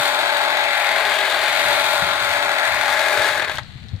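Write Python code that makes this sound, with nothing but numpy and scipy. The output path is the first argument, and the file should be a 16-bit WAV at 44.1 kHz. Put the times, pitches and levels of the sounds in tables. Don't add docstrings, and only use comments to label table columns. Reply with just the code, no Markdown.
import sys
import numpy as np
from scipy import signal
from scipy.fft import rfft, irfft
from scipy.io import wavfile
from scipy.ndimage import map_coordinates

SR = 44100
rng = np.random.default_rng(int(sys.argv[2]) if len(sys.argv) > 2 else 0)


def to_wav(s):
    ch = np.atleast_2d(s).T
    pcm = np.round(np.clip(ch, -1, 1) * 32767)
    wavfile.write(sys.argv[1], SR, pcm.astype(np.int16))


N = 176400
T = np.arange(N) / SR
HZ = np.maximum(np.arange(N + 1) * SR / (2 * N), 1)
OFF_S, RUN_DOWN_S = 3.37, 0.24

# (frequency [Hz], width [Hz], lift [dB])
TRAY_MODES = [(633, 138, 8.5), (831, 100, 3), (1088, 76, 6), (1378, 41, -0.5), (1620, 150, 3.5),
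              (1960, 78, 3), (2140, 110, 6), (3270, 120, 4), (6600, 280, 3), (10000, 220, 4.5)]


def cutter(rattle_db=-20.5, stop_fade_s=0.09):
    # (time [s], stroke rate [Hz])
    speed = [(0.0, 44.7), (0.41, 44.5), (0.51, 44.7), (0.8, 43.6), (0.9, 42.7), (1.0, 44.1), (1.15, 44.5),
             (1.3, 43.6), (1.48, 44.4), (1.94, 44.6), (2.01, 44.3), (2.45, 44.8), (2.6, 43.4), (2.83, 44.3),
             (3.13, 44.1), (3.24, 44.3), (3.32, 44.0), (3.4, 44.7)]
    coast = np.sqrt(np.clip(1 - (T - OFF_S) / RUN_DOWN_S, 0, 1))
    strokes = 0.52 + np.cumsum(in_time(speed)[0] * coast) / SR
    moving = np.clip((OFF_S + RUN_DOWN_S - T) / stop_fade_s, 0, 1)
    contacts = np.array([rattle(strokes), rattle(strokes)])
    force = from_db(rattle_db) * moving * snap_and_tilt(contacts, strokes) + knocks()
    direct, scattered = tray(force) + np.array([bites(), bites()])
    direct = direct + bushes(direct) + reflections(direct)
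    tones = hum(strokes) * coast ** 4 + whine(strokes) * coast ** 2
    return at_microphone(direct + tones, scattered + bushes(scattered))


def rattle(strokes, count=48, jitter_s=0.00014, spread_db=4):
    place = (np.arange(count) + rng.random(count)) / count
    sign = rng.choice([-1, 1], count)
    chance = rng.standard_normal((200, count, 2))
    due = np.arange(len(chance))[:, None] + place
    hit_s = np.interp(due, strokes, T) + jitter_s * chance[..., 0]
    size = sign * from_db(spread_db * chance[..., 1]) * (due < strokes[-1])
    clicks = np.bincount(np.clip(hit_s * SR, 0, N - 1).astype(int).ravel(), size.ravel(), N)
    scrape = from_db(2.5) * grains(per_s=7000, spread_db=3)
    angle = 2 * np.pi * strokes
    swell = from_db(0.83 * np.cos(angle) + 0.2 * np.cos(2 * angle))
    return rms_one(swell * (rms_one(clicks) + scrape))


def snap_and_tilt(contacts, strokes, swing_db=4.5, decay_strokes=0.28, slowing_db_per_s=28):
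    band_hz = [380, 720, 1200, 1900, 3500, 9000]
    # (time [s], relative level of each band [dB])
    band_levels = [(0.03, -43.5, -26.5, -23, -20.5, -16, -21), (0.22, -40.5, -22.5, -21.5, -21, -17.5, -26),
                   (0.41, -40.5, -23.5, -22, -20.5, -17, -25), (0.6, -42, -21.5, -25, -19, -17, -27.5),
                   (0.79, -51.5, -21.5, -26, -18.5, -19, -25.5), (0.98, -41, -20.5, -24, -18.5, -19, -25.5),
                   (1.17, -42, -20, -24.5, -19, -16.5, -23.5), (1.36, -41.5, -20.5, -25, -19, -17.5, -24),
                   (1.55, -41, -21.5, -26.5, -16.5, -17.5, -22.5),
                   (1.74, -40.5, -21.5, -23, -18.5, -16, -22), (1.93, -42.5, -21, -23, -21, -16, -20.5),
                   (2.12, -39.5, -26, -22, -21.5, -17, -26.5), (2.31, -45, -22.5, -24, -19, -18.5, -23.5),
                   (2.5, -40, -25, -22.5, -20.5, -20, -27.5), (2.69, -47.5, -20, -25, -16.5, -20.5, -25.5),
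                   (2.88, -46, -24, -22, -19.5, -20, -24), (3.07, -40, -25.5, -24.5, -19, -20.5, -24),
                   (3.26, -35, -24, -22, -19, -17.5, -21.5), (3.38, -39.5, -28, -26, -21.5, -22, -25.5),
                   (3.47, -45, -55, -32, -23.5, -27.5, -36), (3.56, -42, -55, -28, -25, -20.5, -24)]
    strength = 1 + 0.9 * rng.uniform(-1, 1, int(strokes[-1]) + 1)
    forth, back = (np.exp(-((strokes + lead) % 1) / decay_strokes) for lead in (0, .5))
    snap_db = swing_db * strength[strokes.astype(int)] * (forth + 0.71 * back)
    slowing_db = slowing_db_per_s * np.maximum(T - OFF_S, 0)
    out = 0
    for k, level_db in enumerate(in_time(band_levels)):
        band = np.interp(np.log(HZ), np.log(band_hz), np.arange(len(band_hz)) == k)
        db = level_db + (snap_db - slowing_db) * np.sqrt(band_hz[k] / band_hz[-1])
        out = out + filtered(contacts, band) * from_db(db - db[T < OFF_S].mean())
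    return out


def knocks(dull_hz=6400, ring_db=-21, ring_t60_s=0.087, ring_top_hz=2220):
    # (time [s], level [dB], decay [s])
    hits = [(3.396, -17, 0.0047), (3.421, -18, 0.013), (3.4457, -18, 0.0049), (3.4766, -25, 0.011),
            (3.496, -16.5, 0.0038), (3.515, -23.5, 0.0068), (3.5405, -30.5, 0.02), (3.583, -18, 0.0085)]
    blows = filtered(bursts(hits) * rng.standard_normal((2, N)), 1 / (1 + 1j * HZ / dull_hz))
    ring = sum(np.sin(2 * np.pi * hz * T) / (1 + (hz / ring_top_hz) ** 2) for hz, _, _ in TRAY_MODES)
    ring *= from_db(-60 * T / ring_t60_s)
    return blows + from_db(ring_db) * filtered(blows, rfft(ring / np.linalg.norm(ring), 2 * N))


def tray(force):
    # (frequency [Hz], relative level [dB])
    colour = [(100, -36.5), (220, -24), (330, -17), (520, -14), (590, -7.5), (740, -7), (880, -3.5),
              (970, -7), (1180, -4.5), (1400, -2), (1650, -1), (1850, -2.5), (2150, -4.5), (2450, -3),
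              (2850, -10), (3200, -10), (3650, -4), (4500, -10), (5100, -18.5), (5900, -23), (6800, -20),
              (7600, -21.5), (8600, -20), (10000, -24), (11500, -26), (13300, -25), (14400, -26.5),
              (15500, -27)]
    # (time [s], half length [s], frequency [Hz], width [Hz], lift [dB])
    swells = [(.35, 0.48, 810, 59, 8.5), (1.155, .16, 420, 90, 6), (1.15, 0.16, 1620, 119, 2.5),
              (1.25, .3, 2980, 300, 4.5), (1.715, 0.054, 630, 110, 5.5), (1.72, 0.074, 880, 60, 5),
              (2.1, 0.39, 1414, 69.6, 5.5), (2.9, 0.11, 890, 60, 6), (3.1, 0.23, 608, 90, 8),
              (3.1, 0.77, 5860, 1400, 4), (3.296, 0.22, 1700, 120, 6)]
    modes_db = sum(lift / (1 + (2 * (HZ - hz) / width) ** 2) for hz, width, lift in TRAY_MODES)
    rung = filtered(force, causal(over_hz(colour) + modes_db))
    return rung + sum((from_db(db) - 1) * np.exp(-((T - s) / half_s) ** 2) * resonance(rung, hz, width)
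                      for s, half_s, hz, width, db in swells)


def hum(strokes, gain_db=-2.5, waver_db=1.74, waver_rad=0.45):
    # (multiple of the stroke rate, relative level [dB])
    harmonics = [(6, -51.5), (7, -54), (9, -56), (11, -53), (12, -47.5), (13, -37.5), (14, -44), (15, -41),
                 (16, -49), (18, -37), (19, -34), (20, -39), (32, -41.5)]
    # (time [s], gain [dB])
    dips = [(0, 3.5), (.55, 0), (.66, 2), (.85, -8), (1.0, -2), (1.3, -6.5), (1.7, 2), (2.1, -0.5),
            (2.5, 3), (2.68, -7), (2.88, 2), (3.3, -6)]
    partials = 0
    for k, db in harmonics:
        level = from_db(db + waver_db * drift(3.2))
        partials += level * np.sin(2 * np.pi * (k * strokes + rng.random()) + waver_rad * drift(4.6))
    return np.sqrt(2) * from_db(gain_db + in_time(dips)[0]) * partials


def whine(strokes, level_db=-31.5, flare_db=5.5, flare_hz=4.1, waver_rad=0.86):
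    multiples = (31, 32, 33, 36, 37, 38, 42, 43, 48, 49, 50)
    partials = 0
    for k in multiples:
        flare = from_db(flare_db * np.minimum(drift(flare_hz), 1))
        phase = 2 * np.pi * (k * strokes + rng.random()) + waver_rad * drift(flare_hz)
        partials += flare * np.sin(phase)
    return from_db(level_db) * rms_one(partials)


def bites(attack_s=0.033, release_s=0.12, width_hz=660):
    # (time [s], length [s], level [dB], start pitch [Hz], end pitch [Hz])
    passes = [(0.609, .42, -29, 2200, 1811), (2.582, .45, -28.5, 1712, 2092)]
    smooth = signal.butter(2, width_hz / 2, fs=SR, output="sos")
    out = 0
    for s, length_s, db, start_hz, end_hz in passes:
        end_s = s + length_s
        envelope = np.interp(T, [s, s + attack_s, end_s, end_s + release_s], [0, 1, 1, 0])
        angle = 2 * np.pi * np.cumsum(np.interp(T, [s, end_s], [start_hz, end_hz])) / SR
        crunch = sum(signal.sosfilt(smooth, grains(per_s=1500, spread_db=4.5)) * wave(angle)
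                     for wave in (np.sin, np.cos))
        out = out + from_db(db) * envelope * rms_one(crunch)
    return out


def sweep_lag_ms():
    # (time [s], left lag [ms])
    sweep = [(0, 0.082), (.3, 0.14), (.65, 0.14), (.95, 0.036), (1.25, -0.035), (1.6, 0.078), (2.0, 0.09),
             (2.35, 0.124), (2.6, 0.13), (3.0, -0.021), (3.6, -0.028)]
    return in_time(sweep)[0]


def at_microphone(direct, scattered):
    # (frequency [Hz], correlation [0-1])
    likeness = [(200, 1), (700, 0.94), (1400, 0.82), (2200, 0.55), (4000, 0.42), (8000, 0.25),
                (15000, 0.087)]
    # (frequency [Hz], left minus right [dB])
    balance = [(100, 5.5), (600, 7), (1500, 8.5), (2200, 9), (2600, 13), (3500, 6), (4600, 10.5),
               (5900, -0.5), (6900, -1), (8200, -14.5), (9500, -2), (12000, -2), (15000, 10)]
    left, right = stereo(direct, scattered, over_hz(likeness), over_hz(balance))
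    return np.array([delayed(left, sweep_lag_ms()), right])


def reflections(x):
    # (delay [ms], extra delay per left lag [ms/ms], gain [dB])
    echoes = [(1.2, 3.3, -40), (2.5, 4.43, -16.5), (4.7, 5.09, -18.5)]
    return sum(from_db(db) * delayed(x, ms + slope * sweep_lag_ms()) for ms, slope, db in echoes)


def bushes(x, gain_db=-12, t60_s=0.16, dull_hz=5000):
    tail = rng.standard_normal(N) * from_db(-60 * T / t60_s)
    response = rfft(tail / np.linalg.norm(tail), 2 * N) / (1 + (HZ / dull_hz) ** 2)
    return from_db(gain_db) * filtered(x, response)


def leaves(rustle_db=-44, fade_db_per_s=14.5, tick_decay_s=0.0018, tick_width_hz=1600):
    # (frequency [Hz], relative level [dB])
    colour = [(100, -11), (450, -19), (750, -4), (1050, -8), (1800, -1), (2800, -6), (4200, -1),
              (5200, -20.5), (8000, -21), (11000, -34), (15000, -34)]
    # (time [s], level before filtering [dB], pitch [Hz])
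    twigs = [(3.573, -8.5, 3360), (3.6325, -20, 4140), (3.7055, -33, 2000), (3.7648, -34, 3230),
             (3.778, -25, 2210), (3.8008, -35, 4090), (3.83, -26, 2800), (3.8384, -29, 4180),
             (3.885, -22.5, 3680), (3.8907, -28, 4050), (3.9034, -34, 4100), (3.9624, -29, 4000)]
    level = from_db(rustle_db - fade_db_per_s * np.maximum(T - OFF_S - RUN_DOWN_S, 0))
    touches = np.array([grains(per_s=1600, spread_db=1) for _ in range(2)])
    rustle = filtered(level * touches, causal(over_hz(colour)))
    noise = rng.standard_normal((2, N))
    ticks = 0
    for s, db, hz in twigs:
        snap = bursts([(s, db, tick_decay_s)]) * noise
        ticks += resonance(resonance(snap, hz, tick_width_hz), hz, tick_width_hz)
    return stereo(*(rustle + ticks), likeness=0.15, pan_db=8.5)


def wind(gain_db=0.5):
    # (time [s], relative level [dB])
    gusts = [(0.0, -33), (0.02, -56.5), (1.24, -58), (1.63, -53), (1.66, -41), (1.79, -51), (1.99, -49),
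             (2.03, -37), (2.15, -49.5), (2.29, -40.5), (2.63, -61), (2.75, -37.5), (2.83, -58),
             (2.91, -49), (3.15, -58), (3.2, -37), (3.23, -51.5), (3.58, -39), (3.74, -42.5), (3.77, -44),
             (3.79, -43), (3.85, -36), (3.9, -42), (3.94, -30), (3.98, -36), (4.0, -53)]
    # (frequency [Hz], relative level [dB])
    colour = [(20, -23), (45, -16), (70, -4.5), (100, -3.5), (150, -6.5), (220, -15.5), (320, -29),
              (600, -32), (2000, -81)]
    # (time [s], level [dB], pitch [Hz], decay [s])
    buffets = [(2.024, -24.5, 177, 0.015), (3.757, -24.5, 124, 0.013), (3.936, -21.5, 99, 0.041)]
    rumble = filtered(rng.standard_normal((2, N)), causal(over_hz(colour)))
    shared, scattered = rumble * from_db(gain_db + in_time(gusts)[0])
    bumps = sum(bursts([(s, db, decay)]) * np.sin(2 * np.pi * hz * (T - s))
                for s, db, hz, decay in buffets)
    return stereo(shared + bumps, scattered, likeness=0.49, pan_db=10.5)


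def from_db(db):
    return 10 ** (np.asarray(db) / 20)


def rms_one(x):
    return x / np.sqrt(np.mean(x ** 2) + 1e-20)


def in_time(rows):
    s, *columns = np.transpose(rows)
    return [np.interp(T, s, c) for c in columns]


def over_hz(points):
    hz, value = np.transpose(points)
    return np.interp(np.log(HZ), np.log(hz), value)


def filtered(x, response):
    return irfft(rfft(x, 2 * N) * response)[..., :N]


def causal(db):
    cepstrum = irfft(np.log(rms_one(from_db(db))))
    cepstrum[1:N] *= 2
    cepstrum[N + 1:] = 0
    return np.exp(rfft(cepstrum))


def resonance(x, hz, width_hz):
    return signal.lfilter(*signal.iirpeak(hz, hz / width_hz, SR), x + 1e-18)


def drift(rate_hz, hop=40):
    pole = np.exp(-2 * np.pi * hop * rate_hz / SR)
    slow = signal.lfilter([1], [1, -2 * pole, pole * pole], rng.standard_normal(N // hop + 2002))[2000:]
    return np.interp(np.arange(N) / hop, np.arange(len(slow)), rms_one(slow))


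def delayed(x, ms):
    return map_coordinates(x, [np.arange(N) - ms * SR / 1000], order=3)


def grains(per_s, spread_db):
    hits = rng.random(N) < per_s / SR
    return rms_one(hits * from_db(spread_db * rng.standard_normal(N)) * rng.choice([-1, 1], N))


def bursts(rows):
    return sum(from_db(db) * (T >= s) * np.exp(-np.maximum(T - s, 0) / decay) for s, db, decay in rows)


def stereo(direct, scattered, likeness, pan_db):
    likeness, tilt = np.clip(likeness, -.99, .99), from_db(pan_db / 2)
    norm = 2 / (tilt + 1 / tilt)
    mid, side = norm * np.sqrt((1 + likeness) / 2), norm * np.sqrt((1 - likeness) / 2)
    return np.array([filtered(direct, mid * gain) + sign * filtered(scattered, side * gain)
                     for gain, sign in ((tilt, 1), (1 / tilt, -1))])


def scene():
    return cutter() + leaves() + wind()


def record(dry):
    ceiling, cutoff_hz = 0.98, 15500
    rounded = dry / (1 + (dry / ceiling) ** 6) ** (1 / 6)
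    return filtered(rounded, 1 / (1 + (HZ / cutoff_hz) ** 400))


dry = scene()
out = record(dry)
to_wav(out)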